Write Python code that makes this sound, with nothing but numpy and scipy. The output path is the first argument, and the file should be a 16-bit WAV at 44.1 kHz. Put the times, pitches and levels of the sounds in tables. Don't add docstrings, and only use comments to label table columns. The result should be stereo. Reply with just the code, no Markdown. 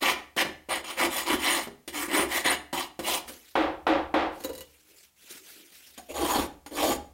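import sys
import numpy as np
from scipy import signal
from scipy.fft import rfft, irfft, next_fast_len
from scipy.io import wavfile
from scipy.ndimage import uniform_filter1d, minimum_filter1d, map_coordinates

SR = 44100
rng = np.random.default_rng(int(sys.argv[2]) if len(sys.argv) > 2 else 0)


def bounce(signal):
    frames = np.transpose(np.atleast_2d(signal))
    limited = np.clip(frames, -1, 1)
    pcm = np.round(limited * 32767).astype(np.int16)
    wavfile.write(sys.argv[1], SR, pcm)


N = 314433
TURNED_S = 4.3

# centre in Hz, width in Hz, relative level in dB.
FRONT_MODES = [(319, 100, -1.5), (532, 43, -7.5), (856, 21, -8), (1170, 210, -4), (1750, 24, -7.5),
               (1862, 50, 1), (2028, 61, -4), (2205, 23, 1), (2370, 14, 1.5), (2900, 71, -2),
               (3076, 54, -2), (3382, 23, -2.5), (3918, 26, -3.5), (4760, 47, -14), (6870, 180, -15),
               (8030, 230, -15), (9220, 160, -9), (11730, 500, -20.5)]
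BACK_MODES = [(310, 55, -0.5), (340, 34, -11.5), (559, 15, -4.5), (830, 55, 1.5), (1120, 37, 2),
              (1524, 34, -8), (1940, 600, -11.5), (3150, 160, -14.5), (4385, 37, -11.5), (6790, 140, -7.5),
              (8970, 270, -11.5), (10720, 90, -22), (11380, 210, -17.5)]
# frequency in Hz, relative density in dB per Hz.
THUD_COLOUR = [(100, -54), (200, 3.5), (290, 11), (520, 0.5), (900, -3.5), (1500, -7), (3000, -30)]


def scrape(strokes, modes, rub, modes_db, judder_db, ripple_db, bite, face_db, gather_db=1.5):
    drop_db, flat = 24.5, 2.21
    grain_rate, flake_rate = 12000, 45
    flake_db = -1
    catch_db = 1.2
    swell_db = 3
    grip_shift = 0.006
    note_width = 0.26
    face_follows = 0.27
    out, n = np.zeros((2, N)), SR * 2 // 5
    grid = np.arange(0, SR / 2, 5)
    ripple = amp(ripple_db * wander(len(grid), 6))
    for s, rise, fall, peak_db, bench, edge, grit, note_hz, note_db, ring_db in strokes:
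        gate, arch_db = sweep(rise, fall, drop_db, flat, attack=0.0076, fade=0.0046, size=n)
        force_db = peak_db + arch_db + catch_db * wander(n, SR / 70)
        grains = rng.standard_normal((2, n)) * (rng.random(n) < grain_rate / SR)
        snaps = np.convolve(rng.random(n) < flake_rate / SR, np.hanning(30), "same")
        grains = grains + amp(flake_db) * rng.standard_normal((2, n)) * snaps
        grains = grains * amp(judder_db * wander(n, SR / 160))
        sound = filtered(grains, lambda f: amp(along(rub, f)) * np.interp(f, grid, ripple))
        for centre, width, db in modes:
            of_tool = centre > 6000
            feed = amp(modes_db + db + ring_db * of_tool + swell_db * wander(n, SR / 22))
            pitch = centre * (1 + of_tool * grip_shift * rng.normal())
            sound = sound + filtered(grains * feed, lambda f: resonance(f, pitch, width))
        sound = patchy(sound, depth_db=2.3)
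        slack = bite * (-24.0 - force_db)
        dust_db = gather_db * np.tanh((np.arange(n) / SR - rise) / fall)
        shares = [bench + slack, face_db + face_follows * bench, edge, 0, grit + slack + dust_db]
        below = [filtered(sound, lambda f: 1 / (1 + (f / top) ** 8))
                 for top in (215, 550, 1400, 2500, 5500)]
        below.append(sound)
        bands = [amp(force_db + db) * unit(hi - lo) for db, lo, hi in zip(shares, below, below[1:])]
        note = filtered(rng.standard_normal((2, n)),
                        lambda f: resonance(f, note_hz, note_width * note_hz) ** 2)
        add(out, s, gate * (sum(bands) + amp(force_db + note_db) * unit(note)))
    return out


def sweep(rise, fall, drop_db, flat, attack, fade, size):
    t = np.arange(size) / SR
    span = np.where(t < rise, max(rise, fall), fall)
    gate = (1 - np.exp(-t / attack)) * np.exp(-np.maximum(t - rise - fall, 0) / fade)
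    return gate, -drop_db * np.minimum(abs(t - rise) / span, 1) ** flat


def patchy(x, depth_db):
    z = signal.stft(x, nperseg=256)[2]
    field = rng.standard_normal(z.shape[1:])
    field = uniform_filter1d(field, size=5, axis=0)
    field = uniform_filter1d(field, size=10, axis=1)
    return signal.istft(z * amp(depth_db * unit(field)), nperseg=256)[1][:, :x.shape[1]]


def chirps(rows, spread):
    out = np.zeros((2, N))
    t = np.arange(SR // 2) / SR
    t = t - t.mean()
    for s, db, half, hz, glide in rows:
        band = filtered(rng.standard_normal((2, len(t))), lambda f: resonance(f, hz, spread * hz) ** 2)
        position = np.cumsum(2 ** (glide * t))
        bent = np.array([map_coordinates(side, [position], mode="mirror") for side in unit(band)])
        add(out, s + t[0], bent * amp(db) * np.exp(-(t / half) ** 2))
    return out


def taps(thud_db):
    # start in seconds, level in dB, extra thud level in dB.
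    touchdowns = [(0.0226, -21, -2), (0.364, -21, -1.5), (0.45, -30.5, 5), (0.687, -38.5, 9.5),
                  (1.6712, -37.5, 8), (1.8765, -21.5, -10), (2.082, -32.5, 5), (2.455, -17, -1),
                  (2.7279, -22, 0.5), (2.991, -23.5, -0.5), (3.278, -27.5, -7.5), (5.977, -29, -10),
                  (6.357, -25.5, 9), (6.387, -31, 13.5), (6.661, -30, -3.5), (6.9061, -28.5, 2.5)]
    out = np.zeros((2, N))
    for s, db, low_db in touchdowns:
        modes = FRONT_MODES if s < TURNED_S else BACK_MODES
        hit = touch(modes, steel_db=-12.5, crack_db=-13.0, thud_db=thud_db + low_db, body_db=-1.5,
                    steel_t60=0.14, crack_t60=0.098, thud_t60=0.08)
        add(out, s, amp(db) * hit)
    return out


def touch(modes, steel_db, crack_db, thud_db, body_db, steel_t60, crack_t60, thud_t60):
    t = np.arange(SR // 3) / SR

    def ring(f):
        return sum(amp(level) * np.sqrt(c) * resonance(f, c, w) for c, w, level in modes if c > 1400)

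    def low(f):
        return sum(amp(level) * resonance(f, c, w) for c, w, level in modes if c < 1000)

    steel = unit(filtered(rng.standard_normal((2, len(t))), ring)) * amp(steel_db - 60 * t / steel_t60)
    crack_colour = [(1500, 6.5), (4000, 11.5), (15000, -0.5)]  # (Hz, dB per Hz)
    crack = noise(crack_colour, len(t)) * amp(crack_db - 60 * t / crack_t60)
    body = amp(body_db) * unit(filtered(rng.standard_normal((2, len(t))), low))
    thud = (noise(THUD_COLOUR, len(t)) + body) * amp(thud_db - 60 * t / thud_t60)
    return (steel + crack + thud) * (1 - np.exp(-t / .001))


def knocks(ring_db, ring_t60, thump_db, build_db, build_s, damp_t60, dust_db, dust_t60):
    # start in seconds, level in dB.
    blows = [(3.554, -11), (3.867, -10), (4.140, -11)]
    # pitch in Hz, relative level in dB.
    bench_modes = [(234, -8), (308, -2), (550, 0.5), (582, -11), (759, -0.5), (1164, -4.5)]
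    # frequency in Hz, relative density in dB per Hz.
    knock_colour = [(71, -47), (120, -23), (250, -29.5), (310, 2.5), (404, -12), (534, -3), (630, -8.5),
                    (790, -3.5), (1260, -10.5), (3470, -20.5), (14000, -66)]
    dust_colour = [(4000, -12.5), (8000, 1.5), (12000, 3.5), (15000, -11.0)]  # (Hz, dB per Hz)
    out, spot = np.zeros((2, N)), diffuse()
    t = np.arange(spot.shape[1]) / SR
    for s, db in blows:
        boom = filtered(spot + 0.39 * diffuse(), lambda hz: amp(along(knock_colour, hz)))
        boom = boom / np.std(boom[:, :SR // 20]) * amp(-60 * t / damp_t60)
        ring = sum(amp(level + rng.normal(0, 1.0)) * np.sin(2 * np.pi * (hz * t + rng.random()))
                   for hz, level in bench_modes)
        build = amp(-build_db * np.exp(-t / build_s))
        body = (boom + amp(ring_db - 60 * t / ring_t60) * ring) * build
        thump = noise(knock_colour, len(t)) * amp(thump_db - 60 * t / 0.041)
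        flicker_db = 2.4 * wander(len(t), SR / 200)
        dust = noise(dust_colour, len(t)) * amp(dust_db - 60 * t / dust_t60 + flicker_db)
        add(out, s, amp(db) * (body + thump + dust) * (1 - np.exp(-t / 0.00053)))
    return signal.sosfilt(signal.butter(3, 170, "highpass", fs=SR, output="sos"), out)


def clatter(steel_db, tick_t60, grit_db, grit_t60, thud_t60, ring_t60, bounce_db):
    # start in seconds, tick level in dB, level of the blade's low ring in dB, thud level in dB.
    contacts = [(3.296, -60, -44.5, -44), (4.4044, -37.5, -65, -42), (4.438, -29.5, -39.5, -49.5),
                (4.4464, -25, -31.5, -36.5), (4.4927, -36, -32, -39.5), (4.5003, -48, -31, -52.5),
                (4.533, -37.5, -46.5, -59.5), (4.5519, -34, -43.5, -56), (4.5796, -33, -45, -57.5),
                (4.6077, -31, -47.5, -59.5)]
    # pitch in Hz, relative level in dB.
    loose_modes = [(470, -1), (528, -2), (985, -14.5), (1780, -11.5), (1970, -9), (2860, -3), (3930, -3),
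                   (4355, -6), (6340, -7), (6870, -2.5), (8420, -7), (9235, -6), (11660, -3.5),
                   (12400, -12)]
    tick_colour = [(7000, -9), (12000, -7.0), (15000, -6.0)]  # (Hz, dB per Hz)
    out, t = np.zeros((2, N)), np.arange(SR // 3) / SR
    for s, tick_db, flex_db, thud_db in contacts:
        snap = amp(tick_db - 60 * t / tick_t60)
        crunch = amp(tick_db + grit_db - 60 * t / grit_t60)
        tick = noise(tick_colour, len(t)) * (snap + crunch)
        hit = tick + noise(THUD_COLOUR, len(t)) * amp(thud_db - 60 * t / thud_t60)
        for hz, level in loose_modes:
            if hz < 1000:
                drive_db = flex_db
            else:
                drive_db = tick_db + steel_db + 3 * (rng.normal() + wander(len(t), SR / 250))
            hz = hz * (1 + .006 * rng.normal())
            tone = np.sin(2 * np.pi * (hz * t + rng.random((2, 1))))
            hit = hit + amp(drive_db + level - 60 * t / ring_t60) * tone * (1 - np.exp(-t / 0.0016))
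        add(out, s, hit)
        for delay in rng.uniform(0, .02, 2):
            add(out, s + delay, amp(bounce_db) * tick)
    return out


def sleeve(drop_db, crinkle_db):
    # start in seconds, rise in seconds, fall in seconds, level in dB.
    rustles = [(3.26, 0.029, 0.35, -44), (4.311, 0.14, 0.45, -50), (4.819, 0.16, 0.1, -50.5),
               (5.155, 0.18, 0.29, -46), (5.284, 0.029, 0.039, -34), (5.43, 0.076, 0.38, -46),
               (5.716, 0.039, 0.48, -47.5)]
    # frequency in Hz, relative density in dB per Hz.
    cloth_colour = [(59, -74.5), (100, -20), (223, -4), (348, -1), (1040, -10.5), (1430, -2.5), (2430, 2),
                    (15600, -3.5)]
    out, n = np.zeros((2, N)), SR * 3 // 4
    for s, rise, fall, db in rustles:
        gate, arch_db = sweep(rise, fall, drop_db, flat=0.53, attack=0.023, fade=.03, size=n)
        crinkle = crinkle_db * (wander(n, SR / 120) + wander(n, SR / 18))
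        cloth = patchy(noise(cloth_colour, n), depth_db=3.0)
        add(out, s, gate * amp(db + arch_db + crinkle) * cloth)
    return out


def background(work, sway_db, air_db, linger, follow):
    # frequency in Hz, relative density in dB per Hz.
    sway_colour = [(20, -21), (62, -9), (74, 0.5), (88, -24), (160, -15), (400, -57)]
    air_colour = [(30, -15.5), (150, -6.5), (400, -14)]
    keep = np.exp(-1 / (linger * SR))
    power = filtered(work[0], lambda hz: hz < 600) ** 2
    push = np.sqrt(signal.lfilter([1 - keep], [1, -keep], power))
    push = push.max() * (push / push.max()) ** follow
    return amp(sway_db) * push * noise(sway_colour, N) + amp(air_db) * noise(air_colour, N)


def diffuse():
    # frequency in Hz, time to fall by 60 dB in seconds.
    room_decay = [(300, 0.42), (6000, 0.33)]
    hz, t, z = signal.stft(rng.standard_normal((2, SR * 3 // 4)), SR, nperseg=256)
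    decay = amp(-60 * t / along(room_decay, hz)[:, None])
    tail = signal.istft(z * decay, SR, nperseg=256)[1]
    return tail / np.linalg.norm(tail[0])


def ports(pair, left_db):
    # frequency in Hz, left-right likeness from 0 to 1.
    likeness = [(280, 0.99), (640, 0.92), (1400, 0.63), (3100, 0.43), (15000, 0.089)]
    # frequency in Hz, left minus right in dB, before left_db is added.
    leaning = [(380, -0.5), (700, 0.5), (8000, 1), (15000, 5)]

    def spread(hz):
        turn = np.arccos(np.clip(along(likeness, hz), -1, 1)) / 2
        return np.array([np.cos(turn), np.sin(turn)])

    mid, side = filtered(pair, spread)
    return filtered(np.array([mid + side, mid - side]),
                    lambda hz: amp(np.outer([.5, -.5], along(leaning, hz) + left_db)))


def amp(db):
    return 10 ** (np.asarray(db) / 20)


def unit(x):
    return x / np.sqrt(np.mean(x ** 2) + 1e-20)


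def along(points, hz):
    f, v = np.transpose(points)
    return np.interp(np.log(hz + 1), np.log(f + 1), v)


def filtered(x, response):
    n = x.shape[-1]
    m = next_fast_len(n + SR // 10)
    return irfft(rfft(x, m) * response(np.fft.rfftfreq(m, 1 / SR)), m)[..., :n]


def resonance(hz, centre, width):
    return 1j * hz * width / (centre ** 2 - hz ** 2 + 1j * hz * width)


def noise(colour, size):
    return unit(filtered(rng.standard_normal((2, size)), lambda hz: amp(along(colour, hz))))


def wander(size, step):
    return map_coordinates(rng.standard_normal(int(size / step) + 4), [np.arange(size) / step])


def add(track, s, sound):
    part = track[:, max(round(s * SR), 0):][:, :sound.shape[1]]
    part += sound[:, :part.shape[1]]


def scene():
    # start in seconds, rise in seconds, fall in seconds, force in dB,
    # then relative levels in dB of shaken bench, blade edge and fine grit, the resonance that this spot
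    # of the blade picks out in Hz and its level in dB, and the level of the tool's high ring in dB.
    strokes = [(0.005, 0.07, 0.066, -20.5, -7, -0.5, -4, 2270, -6.5, 6),
               (0.366, 0.043, 0.024, -17, -7, -3.5, -6.5, 1840, -0.5, -2),
               (0.688, 0.036, 0.091, -32, -6.5, -2.5, -4.5, 2130, -15, 13),
               (0.837, 0.053, 0.09, -38.5, -11, -2, -2.5, 3040, -2, 9.5),
               (0.958, 0.07, 0.061, -27, -4, 0.5, -1.5, 2060, -4, -1),
               (1.095, 0.075, 0.094, -32.5, -14, -5.5, 1.5, 1930, -6, 4.5),
               (1.249, 0.064, 0.081, -30.5, -3.5, -2, -2.5, 343, 0, -4),
               (1.385, 0.12, 0.16, -28, -11.5, -7.5, -1, 1950, -3.5, 8.5),
               (1.924, 0.07, 0.098, -38, -7, 3.5, 5, 322, -1, 3),
               (2.08, 0.1, 0.092, -30.5, 0.5, 6, 2.5, 356, -0.5, 7.5),
               (2.274, 0.084, 0.081, -31.5, -10.5, -23, 1, 1980, 3.5, -0.5),
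               (2.44, 0.048, 0.083, -25, -13, -6.5, -5.5, 1870, 0.5, 15),
               (2.728, 0.045, 0.11, -34, -13, -8.5, -2, 896, -3, 5),
               (3.017, 0.12, 0.07, -28.5, -9.5, -10.5, 1.5, 2380, -8, -3.5),
               (6.085, 0.021, 0.037, -51.5, 9, -10, 2, 2520, 6, -3.5),
               (6.136, 0.043, 0.08, -42, -2, -6.5, -0.5, 517, -6.5, 6),
               (6.14, 0.21, 0.12, -34.5, 0, -5.5, 0, 930, 1.5, -2),
               (6.705, 0.17, 0.096, -33.5, 2, -6, 1, 300, -5, -2.5)]
    # frequency in Hz, relative density in dB per Hz.
    front_rub = [(76, -34), (130, 0), (351, -14), (492, -10.5), (875, 10.5), (1440, -9), (1830, -1.5),
                 (9310, -17.5), (15000, -17.5)]
    back_rub = [(100, -53), (305, -40), (412, -9.5), (825, 0.5), (1690, -17.5), (6010, -22.5), (15000, -23)]
    # centre in seconds, level in dB, half length in seconds, pitch in Hz, glide in octaves per second.
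    squeals = [(1.022, -24.5, 0.0074, 2200, -2), (1.04, -33.5, 0.021, 9800, 9.5),
               (1.335, -38.5, 0.027, 10300, 4.5), (2.508, -24, 0.008, 9310, 2), (5.994, -40, 0.011, 688, 1)]
    grip_rubs = [(4.93, -67.5, 0.05, 414, 2), (5.42, -63, 0.023, 355, 0), (5.6, -63.5, 0.077, 327, 0.3)]

    front = [row for row in strokes if row[0] < TURNED_S]
    back = [row for row in strokes if row[0] > TURNED_S]
    work = amp(-1.5) * scrape(front, FRONT_MODES, front_rub, modes_db=1.5, judder_db=0.8,
                              ripple_db=3.5, bite=0.089, face_db=-0.97)
    turned = scrape(back, BACK_MODES, back_rub, modes_db=-3.0, judder_db=0.4,
                    ripple_db=3.0, bite=0.19, face_db=1.5)
    work = work + turned + chirps(squeals, spread=0.12) + taps(thud_db=-6)
    work = work + clatter(steel_db=-12, tick_t60=0.002, grit_db=-7.5, grit_t60=0.067,
                          thud_t60=0.14, ring_t60=0.09, bounce_db=-15)
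    wet = [(300, -2.5), (2500, -8.0), (6000, -8.5), (14000, -16.0)]  # (Hz, dB)
    echo = signal.fftconvolve(work, diffuse(), axes=1)[:, :N]
    echo = filtered(echo, lambda hz: amp(along(wet, hz)))
    blows = knocks(ring_db=-6, ring_t60=0.37, thump_db=-6.5, build_db=17.0, build_s=0.062,
                   damp_t60=8.2, dust_db=-41.5, dust_t60=0.2)
    floor = background(work + 1.4 * turned + 0.76 * blows, sway_db=-18.0, air_db=-66.0,
                       linger=0.047, follow=0.87)
    hands = sleeve(drop_db=15.5, crinkle_db=1.5)
    hands = hands + chirps(grip_rubs, spread=0.43) + chirps(grip_rubs, spread=0.32)
    return ports(amp(0.5) * work + echo + blows + floor, left_db=0.5) + ports(hands, left_db=4.5)


def record(dry):
    ceiling_db, top_hz = -9.5, 15800
    needed = np.minimum(1, amp(ceiling_db) / (np.abs(dry).max(axis=0) + 1e-9))
    gain = uniform_filter1d(minimum_filter1d(needed, size=400), size=200)
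    return filtered(dry * gain, lambda hz: hz < top_hz)


dry = scene()
out = record(dry)
bounce(out)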